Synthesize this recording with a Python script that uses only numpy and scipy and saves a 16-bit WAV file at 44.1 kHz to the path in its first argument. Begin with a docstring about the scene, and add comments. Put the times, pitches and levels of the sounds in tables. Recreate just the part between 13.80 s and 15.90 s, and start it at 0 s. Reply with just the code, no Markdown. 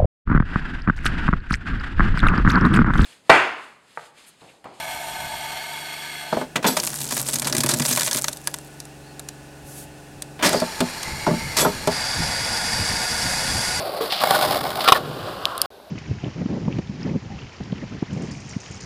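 """A skateboard rolls up to a concrete ledge, knocks against the lip and grinds along on its back truck.
Grit and bumps in the edge shake the deck. The board drops off with a sharp clack, its wheels squeal
sideways, then hum and whirr away, while the housing of a small camera ticks three times.
The sound cuts out briefly and returns as the quiet air of the open skate park, with one faint knock."""
import sys
import numpy as np
from scipy import signal
from scipy.fft import rfft, irfft
from scipy.io import wavfile

SR = 44100
rng = np.random.default_rng(int(sys.argv[2]) if len(sys.argv) > 2 else 0)


def bounce(signal):
    """Save signal as a 16-bit WAV file at the path given by the first command-line argument."""
    frames = np.transpose(np.atleast_2d(signal))
    limited = np.clip(frames, -1, 1)
    pcm = np.round(limited * 32767).astype(np.int16)
    wavfile.write(sys.argv[1], SR, pcm)


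N = 92610
T = np.arange(N) / SR
STRIKE_S = 0.0004  # rise of a hard contact
MUTE_START_S, MUTE_END_S = 1.860, 1.904


def amp(db):
    """Decibels to gain."""
    return 10 ** (np.asarray(db) / 20)


def unit(x):
    """Scale to rms 1."""
    return x / np.sqrt(np.mean(x ** 2) + 1e-20)


def level(points):
    """Gain curve from (t/s, level/dB) points; silent after the last."""
    return amp(np.interp(T, *np.transpose(points), right=-np.inf))


def colour(x, points):
    """Minimum-phase filter of unit energy, shaped by (f/Hz, level/dB) points."""
    hz, db = np.transpose(points)
    bins_hz = abs(np.fft.fftfreq(4096, 1 / SR))
    log_gain = np.log(amp(np.interp(np.log(bins_hz + 1), np.log(hz + 1), db)))
    impulse = np.fft.ifft(np.exp(np.conj(signal.hilbert(log_gain)))).real[:2048]
    return signal.fftconvolve(x, impulse / np.linalg.norm(impulse))[:N]


def ring(modes):
    """Impulse response of (f/Hz, level/dB, t60/s) modes."""
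    t = T[:SR // 8]
    return sum(amp(db) * 1000 ** (-t / t60) * np.sin(2 * np.pi * hz * t) for hz, db, t60 in modes)


def resonate(force, modes):
    """Modes driven by a force."""
    return signal.fftconvolve(force, ring(modes))[:N]


def wobble(hz):
    """Smooth noise of rms 1, up to the given rate."""
    rolloff = 1 + (np.fft.rfftfreq(N, 1 / SR) / hz) ** 4
    return unit(irfft(rfft(rng.standard_normal(N)) / rolloff, N))


def grains(per_s, spread_db):
    """Random tiny collisions of uneven size, rms 1."""
    size, side, chance = rng.random((3, N))
    size_db = spread_db * np.minimum(-np.log(1 - size), 4)
    return unit((chance < per_s / SR) * np.sign(side - 0.5) * amp(size_db))


def blow(start_s, fall_s, rise_s=STRIKE_S):
    """Contact envelope: linear rise, exponential fall."""
    out, near = np.zeros(N), slice(*np.searchsorted(T, [start_s, start_s + rise_s + 10 * fall_s]))
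    t = T[near] - start_s
    out[near] = np.minimum(t / rise_s, 1) * np.exp(-np.maximum(t - rise_s, 0) / fall_s)
    return out


def taps(times_s, levels_db):
    """One impulse per blow."""
    out = np.zeros(N)
    np.add.at(out, np.round(times_s * SR).astype(int), amp(levels_db))
    return out


def pip(start_s, hz, fall_s, glide=0):
    """A few damped cycles that swell and die, starting sharp by the fraction glide."""
    out, near = np.zeros(N), slice(*np.searchsorted(T, [start_s, start_s + 20 * fall_s]))
    t = T[near] - start_s
    bent_s = t + glide * 2 * fall_s * (1 - np.exp(-t / fall_s / 2))
    out[near] = (t / fall_s / 2) ** 2 * np.exp(2 - t / fall_s) * np.sin(2 * np.pi * hz * bent_s)
    return out


def radiate(x, cutoff_hz=363):
    """The small deck gives off little bass."""
    return signal.sosfilt(signal.butter(2, cutoff_hz, "highpass", fs=SR, output="sos"), x)


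def park(level_db=-46):
    """Distant, even wash of open air."""
    air_tone = [(18, -42), (30, -25), (71, -6.5), (105, -17), (328, -8.5), (384, -3.5), (511, -5.5),
                (597, 0), (1370, -17.5), (1480, -10.5), (1830, -22.5), (3150, -21.5), (3780, -16),
                (7240, -33.5), (10400, -30), (11300, -26), (15000, -34)]  # air spectrum: f/Hz, level/dB
    return amp(level_db) * colour(rng.standard_normal(N), air_tone)


def hum():
    """Wavering wheel tone after the landing, sinking as the board slows."""
    track = [(1.16,174.4,-55.5),(1.28,140.3,-34.5),(1.38,123.3,-43),(1.44,109.6,-36),(1.52,113,-45),(1.6,105,-68)]  # wheel tone: t/s, f/Hz, level/dB
    times_s, hz, db = np.transpose(track)
    pitch_hz = np.interp(T, times_s, hz) * (1 + 0.048 * wobble(hz=27))
    level_db = np.interp(T, times_s, db, left=-120, right=-120) + 2.5 * wobble(hz=30)
    return amp(level_db) * np.sin(2 * np.pi * np.cumsum(pitch_hz) / SR)


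def wheels():
    """Wheels patter over the concrete and whirr as they carve away; the slab rumbles."""
    up_curve = [(0,-25.5),(.03,-29.5),(.14,-28.5),(.2,-29.5),(.255,-30),(.28,-30.5),(.4,-53),(.45,-84)]  # approach: t/s, level/dB
    up_tone = [(35, -57), (60, -23), (79, -29), (126, -19.5), (190, -22), (251, -24.5), (381, -6.5),
               (438, -11.5), (577, -2), (835, -10), (938, -20), (1130, -16.5), (1300, -20.5), (1390, -18.5),
               (1710, -25.5), (2360, -24), (3050, -27.5), (4730, -19), (6230, -45.5), (10100, -31.5),
               (15000, -34)]  # its spectrum: f/Hz, level/dB
    away_curve = [(1.1,-87.5),(1.14,-30),(1.22,-35),(1.4,-34.5),(1.48,-31.5),(1.56,-35.5),(1.68,-33.5),(1.8,-36),(1.86,-30)]  # departure: t/s, level/dB
    away_tone = [(35,-24),(60,-10.5),(200,-16.5),(320,-8.5),(410,-7.5),(500,-1.5),(600,-1.5),(680,-3.5),(750,-2),(920,-8),(1080,-4),(1270,-6),(1580,-10),(1850,-17),(2300,-21),(3000,-12.5),(3800,-16),(4900,-17),(6000,-32.5),(7500,-30.5),(8600,-30),(15000,-32)]  # its spectrum: f/Hz, level/dB
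    whirr_curve = [(1.2,-42),(1.4,-53),(1.56,-49),(1.66,-32.5),(1.76,-33.5),(1.86,-41)]  # carving swell: t/s, level/dB
    whirr_tone = [(400,-38),(900,-12),(1090,3.5),(1280,-4),(1550,-6),(1900,-36),(4000,-56)]  # its resonance: f/Hz, level/dB
    rumble_curve = [(0,-40.5),(.38,-68),(.46,-50),(.66,-31),(.88,-34.5),(1.05,-39.5),(1.2,-35),(1.33,-34.5),(1.5,-38),(1.6,-43),(1.86,-50.5)]  # slab rumble: t/s, level/dB
    rumble_tone = [(20,-21),(55,-13),(95,-5.5),(145,1.5),(210,-3.5),(330,-1),(520,-3.5),(900,-22),(3000,-35)]  # its spectrum: f/Hz, level/dB
    up = colour(level(up_curve) * grains(5000, 2.2) * amp(2.2 * wobble(hz=60)), up_tone)
    away = colour(level(away_curve) * grains(9000, 1.2) * amp(0.93 * wobble(hz=83)), away_tone)
    whirr = colour(level(whirr_curve) * rng.standard_normal(N), whirr_tone)
    rumble = colour(level(rumble_curve) * grains(1500, 0.37), rumble_tone)
    return (up + away + whirr + rumble) * (T < MUTE_START_S)


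def ticks(snap_db=-9, snap_fall_s=0.0022):
    """Hard taps on the camera housing: a plastic pip, a short bright ring and a dry snap."""
    hits = [(1.6547,1.5,3100,0.00014,-25),(1.779,-19,3450,0.00027,-1.5),(1.8167,-7,4110,0.0003,2)]  # housing taps: t/s, level/dB, f/Hz, decay/s, relative brightness/dB
    housing_modes = [(9000,-23,0.066),(10030,4,0.0029),(10930,-1,0.0044),(11900,-10,0.0084),(14400,-9,.012)]  # housing ring: f/Hz, level/dB, t60/s
    snap_tone = [(500,-28),(2000,-12),(3000,2.5),(5500,2),(7000,-2.5),(9000,0),(13000,-1),(16000,-5)]  # snap spectrum: f/Hz, level/dB
    plastic = sum(amp(db) * pip(s, hz, fall_s, glide=0.54) for s, db, hz, fall_s, _ in hits)
    snap = sum(amp(db + bright + snap_db) * blow(s, snap_fall_s) for s, db, _, _, bright in hits)
    times_s, hit_db, _, _, bright_db = np.transpose(hits)
    housing = resonate(taps(times_s, hit_db + bright_db), housing_modes)
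    return plastic + housing + colour(snap * rng.standard_normal(N), snap_tone)


def scuffs(rise_s=0.0041, release_s=0.0063):
    """Dry, sandy strokes as the board slides on and off the edge; coarse grains snap under them."""
    slides = [(0,0.0077,-34,-5),(0.298,0.022,-28.5,-1.5),(.321,0.036,-23,-3.5),(0.358,0.042,-30.5,3),(.403,0.016,-24,-6),(1.006,0.033,-25,-13),(1.041,0.036,-32,3.5),(1.15,.026,-33,-7)]  # strokes: t/s, length/s, level/dB, level change/dB
    snaps = [(.3075,-22),(0.322,-20),(0.326,-27),(0.38,-20.5),(.407,-25.5),(1.006,-18),(1.0165,-31)]  # coarse grains: t/s, level/dB
    scuff_tone = [(880, -22), (1500, -15.5), (1890, -7), (2100, -6), (2230, -6), (2620, -4), (2890, -0.5),
                  (4720, 0.5), (6430, -24), (10500, -22.5), (15000, -31)]  # scuff spectrum: f/Hz, level/dB
    strokes = np.zeros(N)
    for s, length_s, db, change_db in slides:
        gate = np.interp(T, [s, s + rise_s, s + length_s, s + length_s + release_s], [0, 1, 1, 0])
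        strokes += gate * amp(db + change_db * np.clip((T - s) / length_s, 0, 1))
    bites = sum(amp(db) * blow(s, fall_s=0.0011) for s, db in snaps)
    return colour((strokes * amp(wobble(hz=200)) + bites) * grains(6000, 3.4), scuff_tone)


def squeals():
    """Short, unsteady stick-slip tones of wheels skidding sideways."""
    skids = [(1.048,0.044,1333,-18),(1.144,0.026,1750,-20.5)]  # wheel skids: t/s, length/s, f/Hz, level/dB
    drift = 1 + 0.055 * wobble(hz=250)
    out = np.zeros(N)
    for s, length_s, hz, db in skids:
        swell = np.sin(np.pi * np.clip((T - s) / length_s, 0, 1))
        out += amp(db) * swell * np.sin(2 * np.pi * np.cumsum(hz * drift) / SR)
    return out


def lip_knocks():
    """Wheels knock hollowly against the lip on the way up."""
    hits = [(0.2086,-15.5),(0.2324,-20.5)]  # wheel impacts: t/s, level/dB
    lip_modes = [(315,-11,.08),(449.3,0.5,0.13),(535,-23,0.077),(637,-16,0.095),(1114,-3.5,0.038),(1240,-20.5,0.027)]  # hollow ring: f/Hz, level/dB, t60/s
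    return radiate(resonate(taps(*np.transpose(hits)), lip_modes))


def landing(truck_db=-5.5, impulse_db=11.5):
    """The board slams down: wood, hard crack and ringing truck, then dull knocks as it rolls off."""
    hits = [(1.077,-9,-10,0.0058),(1.086,-7,-5,0.0034),(1.094,-8.5,-17,0.0035),(1.101,-22,-18,0.0034),(1.1211,2.5,-2.5,0.0049),(1.131,-21,-40,0.004),(1.15,-18,-42,0.022),(1.160,-21,-35.5,.004),(1.172,-22.5,-39,0.0042)]  # clatter: t/s, wood level/dB, crack level/dB, decay/s
    far_hits = [(1.484,-30),(2,-37)]  # dull knocks: t/s, level/dB
    slam_tone = [(25,-45),(60,-34),(300,-12),(480,-6.5),(620,-3.5),(760,-1),(880,-13),(1100,3),(1380,-2),(1600,-20.5),(3000,-23),(15000,-55)]  # wood spectrum: f/Hz, level/dB
    crack_tone = [(100,-20),(1400,-8),(1800,3),(2200,-0.5),(3000,6),(3700,5.5),(4300,-3),(5200,-2.5),(6500,-18.5),(9000,-10.5),(15000,-16)]  # crack spectrum: f/Hz, level/dB
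    truck_modes = [(1830,-14,0.084),(2430,-16,.08),(2529,-20,0.073),(2840,-24,0.072),(3070,-12,0.072),(3239,-25,0.074),(3630,-20,.07),(3750,-14.5,0.075)]  # metal ring: f/Hz, level/dB, t60/s
    wood = sum(amp(db) * blow(s, fall_s) for s, db, _, fall_s in hits)
    crack = sum(amp(db) * blow(s, fall_s) for s, _, db, fall_s in hits)
    far = sum(amp(db) * blow(s, fall_s=0.0017) for s, db in far_hits)
    times_s, wood_db, crack_db, _ = np.transpose(hits)
    metal = resonate(taps(times_s + STRIKE_S, crack_db + truck_db), truck_modes)
    slam = (0.87 * wood + far) * grains(9000, 0.43) + taps(times_s + STRIKE_S, wood_db + impulse_db)
    return radiate(metal) + colour(slam, slam_tone) + colour(crack * grains(9800, 0.72), crack_tone)


def grind(chatter_db=3, slide_db=3, clunk_db=-5.5, jolt_db=10.5, hiss_db=-2.5):
    """The truck chatters over grit and clunks over bumps, ringing the deck and spraying hiss."""
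    load_curve = [(.29,-57),(.325,-29.5),(.39,-34.5),(.425,-24.5),(.48,-24),(.56,-22),(.65,-23.5),(.69,-25),(.765,-26.5),(.79,-31),(.84,-32),(.91,-31),(.96,-35),(1.02,-24),(1.07,-32),(1.11,-32),(1.17,-22),(1.2,-58)]  # pressure on the concrete, grind then skid: t/s, level/dB
    bumps = [(.321,-27,-27),(.4215,-16,-28),(.4355,-3.5,-15.5),(.470,-15,-22),(.492,-17,-25),(.506,-2,-13),(.529,-21,-25),(.541,-16.5,-23),(.551,-15,-17.5),(.587,-11.5,-25),(.610,-13.5,-26),(.621,-16,-36),(.647,-13,-17),(.660,-36,-40),(.707,-11,-17.5),(.7425,-13.5,-33),(.754,-20,-35),(.767,-33,-22.5),(.8075,-15.5,-22.5),(.8515,-12,-30),(.866,-20.5,-26),(.902,-29,-24),(.954,-19,-24.5),(.979,-19.5,-40),(.987,-17,-39)]  # bumps in the ledge: t/s, strength/dB, grit level/dB
    deck_modes = [(391,-17,0.041),(624,-1.5,0.048),(720,-3.5,0.038),(791.6,-2,0.042),(1043,-10.5,.035),(1129,-8.5,0.035),(1260,-9.5,0.024),(1472,-10,0.039),(1760,-20,0.027),(2170,-16,0.029)]  # deck and truck ring: f/Hz, level/dB, t60/s
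    scrape_curve = [(.2,-64),(.212,-29),(.24,-31),(.265,-33),(.28,-34.5),(.31,-49)]  # thin scrape after the lip knocks: t/s, level/dB
    grit_tone = [(30,-27),(80,-12.5),(170,0.5),(400,-9.5),(1000,3.5),(1900,-4),(2500,-8),(3500,-1.5),(5100,-3),(5900,-18),(7500,-15.5),(10400,-10.5),(11700,-12.5),(14000,-10.5),(16000,-12)]  # grit spectrum: f/Hz, level/dB
    pressure = level(load_curve) * amp(chatter_db * (wobble(hz=103) + 0.28))
    rise_s = 0.003005
    shove, crush, clunks, deck = np.zeros((4, N))
    for s, db, grit_db in bumps:
        contact = blow(s, fall_s=0.0041, rise_s=rise_s)
        shove += amp(db) * contact
        crush += amp(grit_db) * contact
        clunks += amp(db + clunk_db) * pip(s, hz=789, fall_s=0.0017)
    times_s, strength_db, _ = np.transpose(bumps)
    jolts = taps(times_s + rise_s, strength_db + jolt_db)
    roughness = np.hypot(pressure, 0.58 * shove)
    for mode in deck_modes:  # the moving contact favours now one mode, now another
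        friction = roughness * grains(2500, 2) * amp(slide_db * wobble(hz=13))
        deck += resonate(friction + jolts, [mode])
    hiss_gain = np.hypot(amp(hiss_db) * pressure, crush) + level(scrape_curve)
    hiss = colour(hiss_gain * grains(7000, 2), grit_tone)
    return clunks + radiate(deck) / np.linalg.norm(ring(deck_modes)) + hiss


def scene():
    """All sources at one microphone."""
    board = grind() + scuffs() + squeals() + lip_knocks() + landing() + wheels() + hum()
    return (board + ticks() + park())[None]


def record(dry):
    """Brief dropout, overload on the hardest blows, band limit."""
    ceiling, edge_hz = 0.94, 15500
    live = (T < MUTE_START_S) | (T > MUTE_END_S)
    clipped = np.clip(dry * live, -ceiling, ceiling)
    lowpass = signal.firwin(511, edge_hz, window=("kaiser", 8), fs=SR)
    return signal.oaconvolve(clipped, lowpass[None], "same")


dry = scene()
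out = record(dry)
bounce(out)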